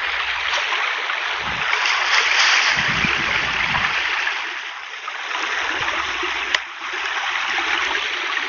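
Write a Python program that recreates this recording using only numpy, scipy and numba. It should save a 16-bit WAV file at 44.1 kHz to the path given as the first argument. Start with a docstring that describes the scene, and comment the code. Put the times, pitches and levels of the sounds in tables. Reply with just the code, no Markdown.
"""Small brook in a forest gully

A small brook runs over rocks, heard from the bank above it.
Bubbles in the riffle are thousands of dying sines; trickles add runs of clearer ones, over a blur of noise.
Tiny bubbles and noise make the spray fizz; large, low bubbles gurgle in a hollow between stones.
Puffs of low noise and soft, dull tones are air and bumps reaching the hand-held microphone.
There is one sharp click of short tones and noise, after which the level dips briefly."""
import sys
import numpy as np
from scipy import signal
from scipy.fft import rfft, irfft, next_fast_len
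from scipy.io import wavfile
from numba import njit

SR = 44100
rng = np.random.default_rng(int(sys.argv[2]) if len(sys.argv) > 2 else 0)


def transcribe(u):
    """Save the signal u as a 16-bit wav file named by the first command-line argument.

    u: samples, shape (n,) or (channels, n), limited to [-1, 1]; the rate is SR.
    q: integer samples, one column per channel.
    """
    v = np.clip(np.atleast_2d(u).T, -1, 1)
    q = np.round(v * 32767).astype(np.int16)
    wavfile.write(sys.argv[1], SR, q)


N = 373968
TIME = np.arange(N) / SR

# flow of the riffle: t/s, babble level/dB,
# brightness/dB (added to the upper babble and the spray that follows it)
FLOW = [(0, -26.5, 5), (0.35, -27.5, 4.5), (0.75, -26, 4.5), (1.05, -27, 3), (1.6, -25, 3.0),
        (2.2, -24.5, 6.5), (2.9, -25.5, 7.5), (3.6, -25.5, 6), (4.25, -27, 7), (4.6, -32.5, 4.5),
        (4.78, -33, 1.5), (4.92, -38, 6.5), (5.17, -31, 2), (5.4, -26.5, 2.5), (5.95, -25.5, 2.5),
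        (6.4, -28.5, 4.5), (7.2, -26, 2), (7.75, -24, 3.5), (8.12, -31, 8.5), (8.48, -27, 4)]
# the current is never even: each half of the babble wavers on its own
WAVER_DB, WAVER_PER_S = 0.92, 16
# a trickle's run of bubbles: typical gap, growth from one to the next, random pitch step
TRICKLE_GAP_S, TRICKLE_GROWTH_DB, TRICKLE_STEP_OCT = 0.011, 1, 0.1315
# wavelets slop over and trap big bubbles: t/s, level added to the lower babble/dB
SLOSHES = [(0.718, -22), (0.8, -22.5), (1.68, -43), (2.125, -25), (3.745, -19.5), (5.07, -42), (5.425, -25),
           (5.735, -25), (5.825, -23), (5.98, -23), (6.935, -42), (7.165, -26)]
SLOSH_RISE_S, SLOSH_HOLD_S, SLOSH_DECAY_S = 0.004, 0.011, 0.019
# waves break over a rock and throw spray: t/s, spray level/dB, decay/s
SURGES = [(0.548, -27, 0.067), (1.74, -35.5, 0.22), (1.88, -27, 0.097), (2.139, -23.5, 0.15),
          (2.407, -19.5, 0.21), (2.69, -27.5, 0.024)]
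SURGE_RISE_S, SURGE_BABBLE_DB = 0.034, 6  # babble gain stirred up, relative to the surge's spray gain
SPRAY_SHARE_DB = -16.5  # steady spray gain, relative to the upper babble gain
# the hollow between stones: t/s, gurgle level/dB, burble level/dB
HOLLOW = [(0, -46, -36.5), (0.35, -56.5, -46.5), (0.65, -49, -39), (2.2, -47, -37.5), (3.3, -40.5, -39),
          (4.25, -48.5, -43), (4.48, -45.5, -54), (4.75, -60, -51), (5.3, -49.5, -42), (5.42, -42.5, -40),
          (5.7, -43.5, -35.5), (6.35, -40, -55), (6.5, -38.5, -42), (6.64, -47, -59), (6.78, -46, -50),
          (6.83, -42, -51), (7.1, -46.5, -47), (7.42, -50.5, -61), (7.56, -40.5, -53), (7.9, -40.5, -39),
          (8.48, -41.5, -48)]
# big air pockets in the hollow: t/s, level/dB, f/Hz
GLUGS = [(0.574, -15.5, 570), (0.724, -10.5, 930), (2.202, -22, 433), (3.196, -26.5, 320),
         (3.285, -23, 545), (3.344, -24.5, 566), (3.378, -30, 332), (4.511, -32, 350), (5.393, -32, 350),
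         (5.418, -28, 315), (5.702, -26, 313), (5.737, -25, 357), (5.93, -21, 580), (5.968, -32, 342),
         (6.227, -16, 346), (6.462, -29, 365), (6.806, -28, 325), (6.931, -24, 360), (7.038, -27, 387),
         (7.236, -14, 780), (7.486, -37, 237), (7.531, -32, 400), (7.582, -11, 770), (7.693, -25, 356),
         (7.745, -23.5, 336), (7.899, -24, 362), (7.908, -12, 874), (7.97, -23, 389), (8.228, -26, 338)]
# ring time at this pitch; it shortens with this power of the pitch
GLUG_T60_S, GLUG_PITCH_HZ, GLUG_DAMPING = 0.095, 350, 1.1
# single near bubbles: t/s, level/dB, f/Hz, splash level relative to the table's bubble level/dB
PLINKS = [(0.2, -14, 1135, 11.5), (0.454, -11, 1900, -2), (0.484, -8, 3200, -1.5), (0.729, -10, 1027, -4),
          (0.735, -13, 1900, -3), (0.754, -10, 2800, -2), (0.875, -7, 2170, -7), (1.097, -9, 1500, 5),
          (1.18, -9.5, 2250, -3), (1.614, -7, 2570, -2), (1.695, -9, 1370, 0), (1.732, -1, 2210, -4),
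          (1.857, -3.5, 2740, -6), (1.902, -6.5, 2100, -4), (2.018, -7, 1730, -8), (2.128, -5, 1760, 1),
          (2.182, 0, 2100, -2), (2.313, -3.5, 2350, -5), (2.787, -3, 1950, -3), (3.039, -2.5, 2420, -10),
          (3.131, -7, 2460, 5), (3.311, -6.5, 2100, -11), (3.359, -3, 2350, -4), (3.605, -4.5, 2070, -11),
          (3.754, -13.5, 970, 1), (3.847, -6, 1750, -3), (4.108, -10, 2720, -12), (4.271, -5.5, 1694, -17),
          (4.933, -19, 1870, -5), (5.077, -13, 1240, -3), (5.312, -12, 2540, -8), (5.347, -14.5, 996, 11),
          (5.435, -16.5, 1130, 6), (5.535, -12, 1800, -14), (5.691, -8, 1720, -3), (5.883, -12, 1740, 8.5),
          (5.997, -10, 1244, -6), (6.243, -9, 2770, -5), (6.427, -11, 2580, -6), (7.055, -8, 1650, 0),
          (7.174, -17, 1080, 10), (7.277, -11.5, 3090, -3), (7.355, -6.5, 1980, -2), (7.481, -10, 2850, -4),
          (7.505, -8.5, 1970, -5), (7.731, -5.5, 2300, -3), (7.776, -5, 2930, -11), (7.95, -8, 1630, -7),
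          (8.136, -11, 2960, -20), (8.296, -13, 1130, -13), (8.369, -6, 1850, -1.5),
          (8.425, -12.5, 1800, -6)]
# drops slapping on stone: t/s, level/dB
DROPS = [(1.8563, -7), (2.145, -2), (2.4, -0.5), (5.4248, -10.5), (7.0555, -13.5), (7.498, -14),
         (7.8495, -11)]
# tones of the sharp click: t/s, level/dB, f/Hz, time to fall by 60 dB/s
CLICK = [(6.5463, 10.5, 2970, 0.0054), (6.5478, 10, 1950, 0.0088), (6.548, -3, 1020, 0.02),
         (6.548, -17, 620, 0.058), (6.549, -6, 5000, 0.012)]
# low rumble: t/s, level/dB
RUMBLING = [(0, -49), (0.45, -47), (1.05, -74), (1.5, -43.5), (1.9, -59), (2.35, -51), (2.6, -66),
            (2.95, -41.5), (3.8, -43), (4.7, -69.5), (5.2, -72.5), (5.6, -50), (6.1, -46), (7.0, -59),
            (7.5, -56), (7.85, -47.5), (8.25, -69), (8.48, -59)]
# gusts on the microphone: t/s, length/s, level/dB
GUSTS = [(1.475, 0.113, -31), (2.777, 0.033, -28), (2.887, 0.17, -27.5), (3.185, 0.15, -32),
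         (3.346, 0.35, -34), (3.694, 0.12, -28.5), (3.818, 0.099, -37), (5.802, 0.02, -45),
         (5.9, 0.23, -49.5), (7.495, 0.037, -54)]
GUST_RISE_S, GUST_DECAY_S = 0.034, 0.028
LIGHT_AIR_DB = -10.5  # gain of the faint puffs, relative to the rumble curve
# soft bumps on the microphone: t/s, level/dB, f/Hz
BUMPS = [(1.52, -24, 150), (1.586, -22, 155), (2.797, -13, 192), (2.896, -15, 170), (2.947, -19.5, 173),
         (2.989, -11, 155), (3.046, -3, 185), (3.287, -27, 140), (3.464, -24, 124), (3.701, -23, 163),
         (3.759, -14.5, 149), (3.776, -15, 90), (5.791, -33, 99), (5.807, -19, 108)]
# how the microphone is turned: t/s, shaded f/Hz, lift of the top/dB
AIM = [(0, 5900, -3.5), (0.7, 4820, -2), (1.4, 5080, -2), (1.8, 4020, -1), (2.7, 3780, -1),
       (4.2, 3740, -2.5), (5.3, 4590, 4.5), (6.5, 4520, 2), (7.2, 4440, 2.5), (8.48, 5220, -0.5)]
# the level dips after the click
DIP_START_S, DIP_FALL_S, DIP_HOLD_S, DIP_RECOVER_S = 6.56, 0.08, 0.13, 0.18
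DIP_DB = -8.5
CUTOFF_HZ = 6950
# colour of the riffle's babble: f/Hz, level/dB
BABBLE = [(380, -36.5), (600, -17.5), (780, -5), (1050, -3), (1450, -3), (1800, 0.74), (2300, 0),
          (2900, -3), (3400, -5.5), (3850, -8.5), (4250, -17.5), (4900, -33.5)]
# colour of the spray: f/Hz, level/dB
SPRAY = [(3000, -2.5), (3900, -10), (4900, -6), (5900, -9), (6600, -15), (7200, -38.5)]
# colour of the large bubbles in the hollow: f/Hz, level/dB
GURGLE = [(180, -8), (290, -3.5), (340, 4.5), (420, 4), (500, -12.5), (700, -33)]
# colour of the smaller bubbles in the hollow: f/Hz, level/dB
BURBLE = [(380, -3.5), (480, -7.5), (600, -5), (700, -6.5), (850, -33.5)]
# colour of the low rumble: f/Hz, level/dB
RUMBLE = [(15, -5), (40, -15), (68, 5.5), (90, -11), (140, -34.5), (300, -36.5)]
# colour of the puffs of air: f/Hz, level/dB
BUFFET = [(15, -13.5), (45, -7.5), (150, 3.5), (240, -2), (350, -13), (700, -42.5)]


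def brook():
    """The flow drives babble and spray together; surges add to both, sloshes to the lower babble."""
    babble_db, bright_db = in_time(FLOW)
    lower = from_db(babble_db + WAVER_DB * drift(WAVER_PER_S))
    upper = from_db(babble_db + bright_db + WAVER_DB * drift(WAVER_PER_S))
    surge = surges()
    stirred = surge * from_db(SURGE_BABBLE_DB)
    churn = stirred ** 2 / (stirred ** 2 + upper ** 2)
    lower_extra = stirred * from_db(-bright_db) + sloshes()
    # hypot adds the powers of two gains
    babble = riffle(np.hypot(lower, lower_extra), np.hypot(upper, stirred), churn)
    fizz = spray(np.hypot(upper * from_db(SPRAY_SHARE_DB), surge))
    return babble + fizz + hollow(*in_time(HOLLOW)) + plinks() + drops()


def riffle(lower_gain, upper_gain, churn):
    """Ringing bubbles and slaps stand out of the blur of farther water; churning turns them to froth."""
    near = bubbles(per_s=2000, low_hz=500, high_hz=4445, cycles=33, loudness_db=2.6,
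                   rise=0.098, onset_cycles=1.0, count=40000)
    runs = trickles(per_s=60, low_hz=1000, high_hz=3700, cycles=56, count=1200, size=4)
    ringing = coloured(near + from_db(-4) * runs, BABBLE)
    slaps = coloured(splashes(per_s=300, loudness_db=0.8, decay_s=0.0013, count=6000), BABBLE)
    far, froth = (coloured(white, BABBLE) for white in rng.standard_normal((2, N)))
    water = rms_one(ringing + from_db(-3.5) * slaps + from_db(-5.5) * far)
    water = np.sqrt(1 - churn) * water + np.sqrt(churn) * froth
    # big bubbles carry the lower babble, small ones the upper
    lower = signal.sosfiltfilt(signal.butter(3, 1600, fs=SR, output="sos"), water)
    upper = water - lower
    return lower_gain * from_db(0.3) * rms_one(lower) + upper_gain * from_db(-0.99) * rms_one(upper)


def trickles(per_s, low_hz, high_hz, cycles, count, size):
    """Threads of water shed linked runs of round, clear bubbles; rms 1."""
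    when, chance, pitch = rng.random((count, 3)).T[:, :, None]
    gap, step, strength = rng.standard_normal((count, size, 3)).T.swapaxes(1, 2)
    s = when * N / SR + np.cumsum(TRICKLE_GAP_S * np.exp(0.5 * gap), axis=1)
    # the pitch wanders from each bubble to the next
    hz = low_hz * (high_hz / low_hz) ** pitch * 2 ** (TRICKLE_STEP_OCT * np.cumsum(step, axis=1))
    height = from_db(2 * strength + TRICKLE_GROWTH_DB * np.arange(size)) * np.sqrt(hz / low_hz)
    born = (chance < per_s * N / SR / count) & (s < N / SR)
    return rms_one(rings(s[born], height[born], hz[born], cycles / hz[born], 0.06, 3.5))


def sloshes():
    """Gain of the brief clusters of big bubbles trapped as wavelets slop over."""
    return sum(from_db(db) * swell(s, SLOSH_HOLD_S, SLOSH_RISE_S, SLOSH_DECAY_S) for s, db in SLOSHES)


def surges():
    """Gain of the spray thrown by breaking waves: each swells up and dies away."""
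    return sum(from_db(db) * swell(s, 0, SURGE_RISE_S, decay_s) for s, db, decay_s in SURGES)


def spray(gain):
    """Tiny bursting bubbles fizz and droplets tick, blended with hiss."""
    fizz = bubbles(per_s=1900, low_hz=3146, high_hz=7170, cycles=97, loudness_db=4.5,
                   rise=0.023, onset_cycles=0.22, count=40000)
    ticks = splashes(per_s=110, loudness_db=2.8, decay_s=0.0009, count=2000)
    hiss = rng.standard_normal(N)
    mixed = fizz + from_db(2.0) * ticks + from_db(7.0) * hiss
    return gain * from_db(4.0) * coloured(mixed, SPRAY)


def hollow(gurgle_db, burble_db):
    """Large low bubbles gurgle between stones, smaller ones burble, now and then with a clear glug."""
    pockets = bubbles(per_s=115, low_hz=245, high_hz=460, cycles=32, loudness_db=1.4,
                      rise=0.11, onset_cycles=0.6, count=4000)
    smaller = bubbles(per_s=140, low_hz=413.0, high_hz=823, cycles=41, loudness_db=1.0,
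                      rise=0.032, onset_cycles=0.9, count=6000)
    s, db, hz = columns(GLUGS)
    t60 = GLUG_T60_S * (GLUG_PITCH_HZ / hz) ** GLUG_DAMPING
    glugs = rings(s, from_db(db + 8.0), hz, t60, 0.17, 3.9)
    gurgle = from_db(gurgle_db + 2.5) * coloured(pockets, GURGLE)
    burble = from_db(burble_db + 0.1) * coloured(smaller, BURBLE)
    return gurgle + burble + glugs


def plinks():
    """A drop lands close by with a small splash and traps a bubble, which rises in pitch."""
    s, db, hz, splash_db = columns(PLINKS)
    splash = band(bursts(s, from_db(db + splash_db), 0.002), [1100, 3200], "band", order=4)
    return splash + rings(s, from_db(db + 3.5), hz, 55 / hz, 0.04, 3.0)


def drops():
    """Each drop on stone is a very short bright splat of noise."""
    s, db = columns(DROPS)
    return band(bursts(s, from_db(db), 0.0011), [4200, 6400], "band", order=3)


def click():
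    """A hard tick of short tones with a broad crack and a short scuff around it."""
    s, db, hz, t60 = columns(CLICK)
    grit = rms_one(band(rng.standard_normal(N), [400, 5500], "band", order=2))
    scuff = from_db(-21.0) * swell(s[1], 0, rise_s=0.003, decay_s=0.0076)
    crack = from_db(-9.0) * swell(s[0], 0, rise_s=0.0004, decay_s=0.0018)
    return rings(s, from_db(db), hz, t60, 0.0, 1.0) + (scuff + crack) * grit


def microphone_air(rumble_db):
    """Moving air makes a low rumble and lumpy puffs of noise; bumps are short, dull tones."""
    rumble = from_db(rumble_db + 1.5) * coloured(rng.standard_normal(N), RUMBLE)
    each_gust = [from_db(db) * swell(s, length, GUST_RISE_S, GUST_DECAY_S) for s, length, db in GUSTS]
    gusts = np.max(each_gust, axis=0)
    strength = np.hypot(gusts, from_db(rumble_db + LIGHT_AIR_DB))
    lumps = from_db(2.3 * drift(45))
    puffs = strength * from_db(-2.5) * coloured(rng.standard_normal(N) * lumps, BUFFET)
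    s, db, hz = columns(BUMPS)
    bumps = rings(s, from_db(db + 4.0), hz, 4.5 / hz, 0.0, 0.4)
    return rumble + puffs + bumps


def gully(x):
    """The rocky banks send back a faint, short wash of echoes."""
    t = TIME[:SR // 3]
    # random echoes start after 6 ms and fall by 60 dB every 0.14 s
    echoes = rng.standard_normal(len(t)) * from_db(-60 * t / 0.14) * (t > 0.006)
    return x + from_db(-20) * signal.fftconvolve(x, echoes / np.linalg.norm(echoes))[:N]


def turned(x, notch_hz, lift_db):
    """A near reflection weakens a treble band, which slides as the microphone turns; the top shifts too."""
    hz, s, frames = signal.stft(x, SR, nperseg=512)
    notch, lift = np.interp(s, TIME, notch_hz), np.interp(s, TIME, lift_db)
    notch_db = -6.5 * np.exp(-((hz[:, None] - notch) / 430) ** 2)
    top_db = lift * np.interp(hz, [4500, 5800], [0, 1])[:, None]
    return signal.istft(frames * from_db(notch_db + top_db), SR, nperseg=512)[1][:N]


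def dip():
    """Gain that falls, stays low and recovers."""
    corners = np.cumsum([DIP_START_S, DIP_FALL_S, DIP_HOLD_S, DIP_RECOVER_S])
    return from_db(DIP_DB * np.interp(TIME, corners, [0, 1, 1, 0]))


def bubbles(per_s, low_hz, high_hz, cycles, loudness_db, rise, onset_cycles, count):
    """Bubbles born at random, many faint and few loud, with an even spectrum; rms 1."""
    when, chance, pitch, size, damping = rng.random((count, 5)).T
    born = chance < per_s * N / SR / count
    hz = low_hz * (high_hz / low_hz) ** pitch
    loudness = np.minimum(-np.log(1 - size), 3.2)
    # high bubbles die sooner, so they need more height for the same power per Hz
    height = from_db(loudness_db * loudness) * hz / low_hz
    t60 = cycles / hz * 2 ** (2 * damping - 1)
    return rms_one(rings(when[born] * N / SR, height[born], hz[born], t60[born], rise, onset_cycles))


@njit
def rings(start, height, hz, t60, rise, onset_cycles):
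    """Sum of dying sines; each builds up over some cycles and climbs by the share `rise` while it lasts."""
    out = np.zeros(N)
    for k in range(len(start)):
        first = int(start[k] * SR)
        fade = np.exp(-np.log(1000) / (t60[k] * SR))
        build = np.exp(-hz[k] / (onset_cycles * SR))
        size, lack = height[k], 1.0
        for i in range(min(int(t60[k] * SR), N - first)):
            t = i / SR
            cycles = hz[k] * t * (1 + rise * t / (2 * t60[k]))
            out[first + i] += size * (1 - lack) * np.sin(2 * np.pi * cycles)
            size *= fade
            lack *= build
    return out


def splashes(per_s, loudness_db, decay_s, count):
    """Random short noise bursts, each a slap or a brief cloud of tiny drops; rms 1."""
    when, chance, size = rng.random((count, 3)).T
    born = chance < per_s * N / SR / count
    loudness = np.minimum(-np.log(1 - size), 3.6)
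    return rms_one(bursts(when[born] * N / SR, from_db(loudness_db * loudness[born]), decay_s))


def bursts(start, height, decay_s):
    """White noise that flares up at each start and dies quickly."""
    kicks = np.bincount((start * SR).astype(int), height ** 2, N)[:N]
    r = np.exp(-2 / (decay_s * SR))
    power = signal.lfilter([(1 - r) * np.e], [1, -2 * r, r * r], kicks + 1e-18)
    return np.sqrt(np.abs(power)) * rng.standard_normal(N)


def swell(start, hold_s, rise_s, decay_s):
    """A gain that grows to 1 at the start, holds and dies away."""
    before = np.maximum(start - TIME, 0)
    after = np.maximum(TIME - start - hold_s, 0)
    return np.exp(-before / rise_s - after / decay_s)


def drift(rate):
    """Slow random wandering with spread 1, from smoothed noise at every 40th sample."""
    r = np.exp(-80 * np.pi * rate / SR)
    slow = signal.lfilter([1], [1, -2 * r, r * r], rng.standard_normal(N // 40 + 2002))[2000:]
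    return np.interp(np.arange(N) / 40, np.arange(len(slow)), rms_one(slow))


def coloured(x, points):
    """Filter a sound with a smooth colour curve, silent outside it; rms 1."""
    hz, db = columns(points)
    size = next_fast_len(N)
    bins = np.maximum(np.fft.rfftfreq(size, 1 / SR), 1)
    gain = from_db(np.interp(np.log(bins), np.log(hz), db, left=-np.inf, right=-np.inf))
    return rms_one(irfft(rfft(x, size) * gain, size)[:N])


def band(x, hz, kind, order=2):
    """Filter that passes only part of the spectrum (Butterworth)."""
    return signal.sosfilt(signal.butter(order, hz, kind, fs=SR, output="sos"), x + 1e-18)


def columns(table):
    """The columns of a table as separate arrays."""
    return np.transpose(table).astype(float).copy(order="C")


def in_time(rows):
    """Each column of a curve at every sample."""
    s, *curves = columns(rows)
    return [np.interp(TIME, s, curve) for curve in curves]


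def from_db(db):
    """Decibels to gain."""
    return 10 ** (np.asarray(db) / 20)


def rms_one(x):
    """Scale to unit power."""
    return x / np.sqrt(np.mean(x ** 2) + 1e-20)


def scene():
    """The brook in its gully, and what touches the microphone; the dip spares only the click."""
    water = turned(gully(brook()), *in_time(AIM))
    air = microphone_air(*in_time(RUMBLING))
    return (dip() * (water + air) + click())[None]


def record(dry):
    """Peaks are rounded and the top is cut steeply."""
    rounded = 0.97 * np.tanh(dry / 1.374)
    return signal.sosfiltfilt(signal.butter(20, CUTOFF_HZ, fs=SR, output="sos"), rounded)


dry = scene()
out = record(dry)
transcribe(out)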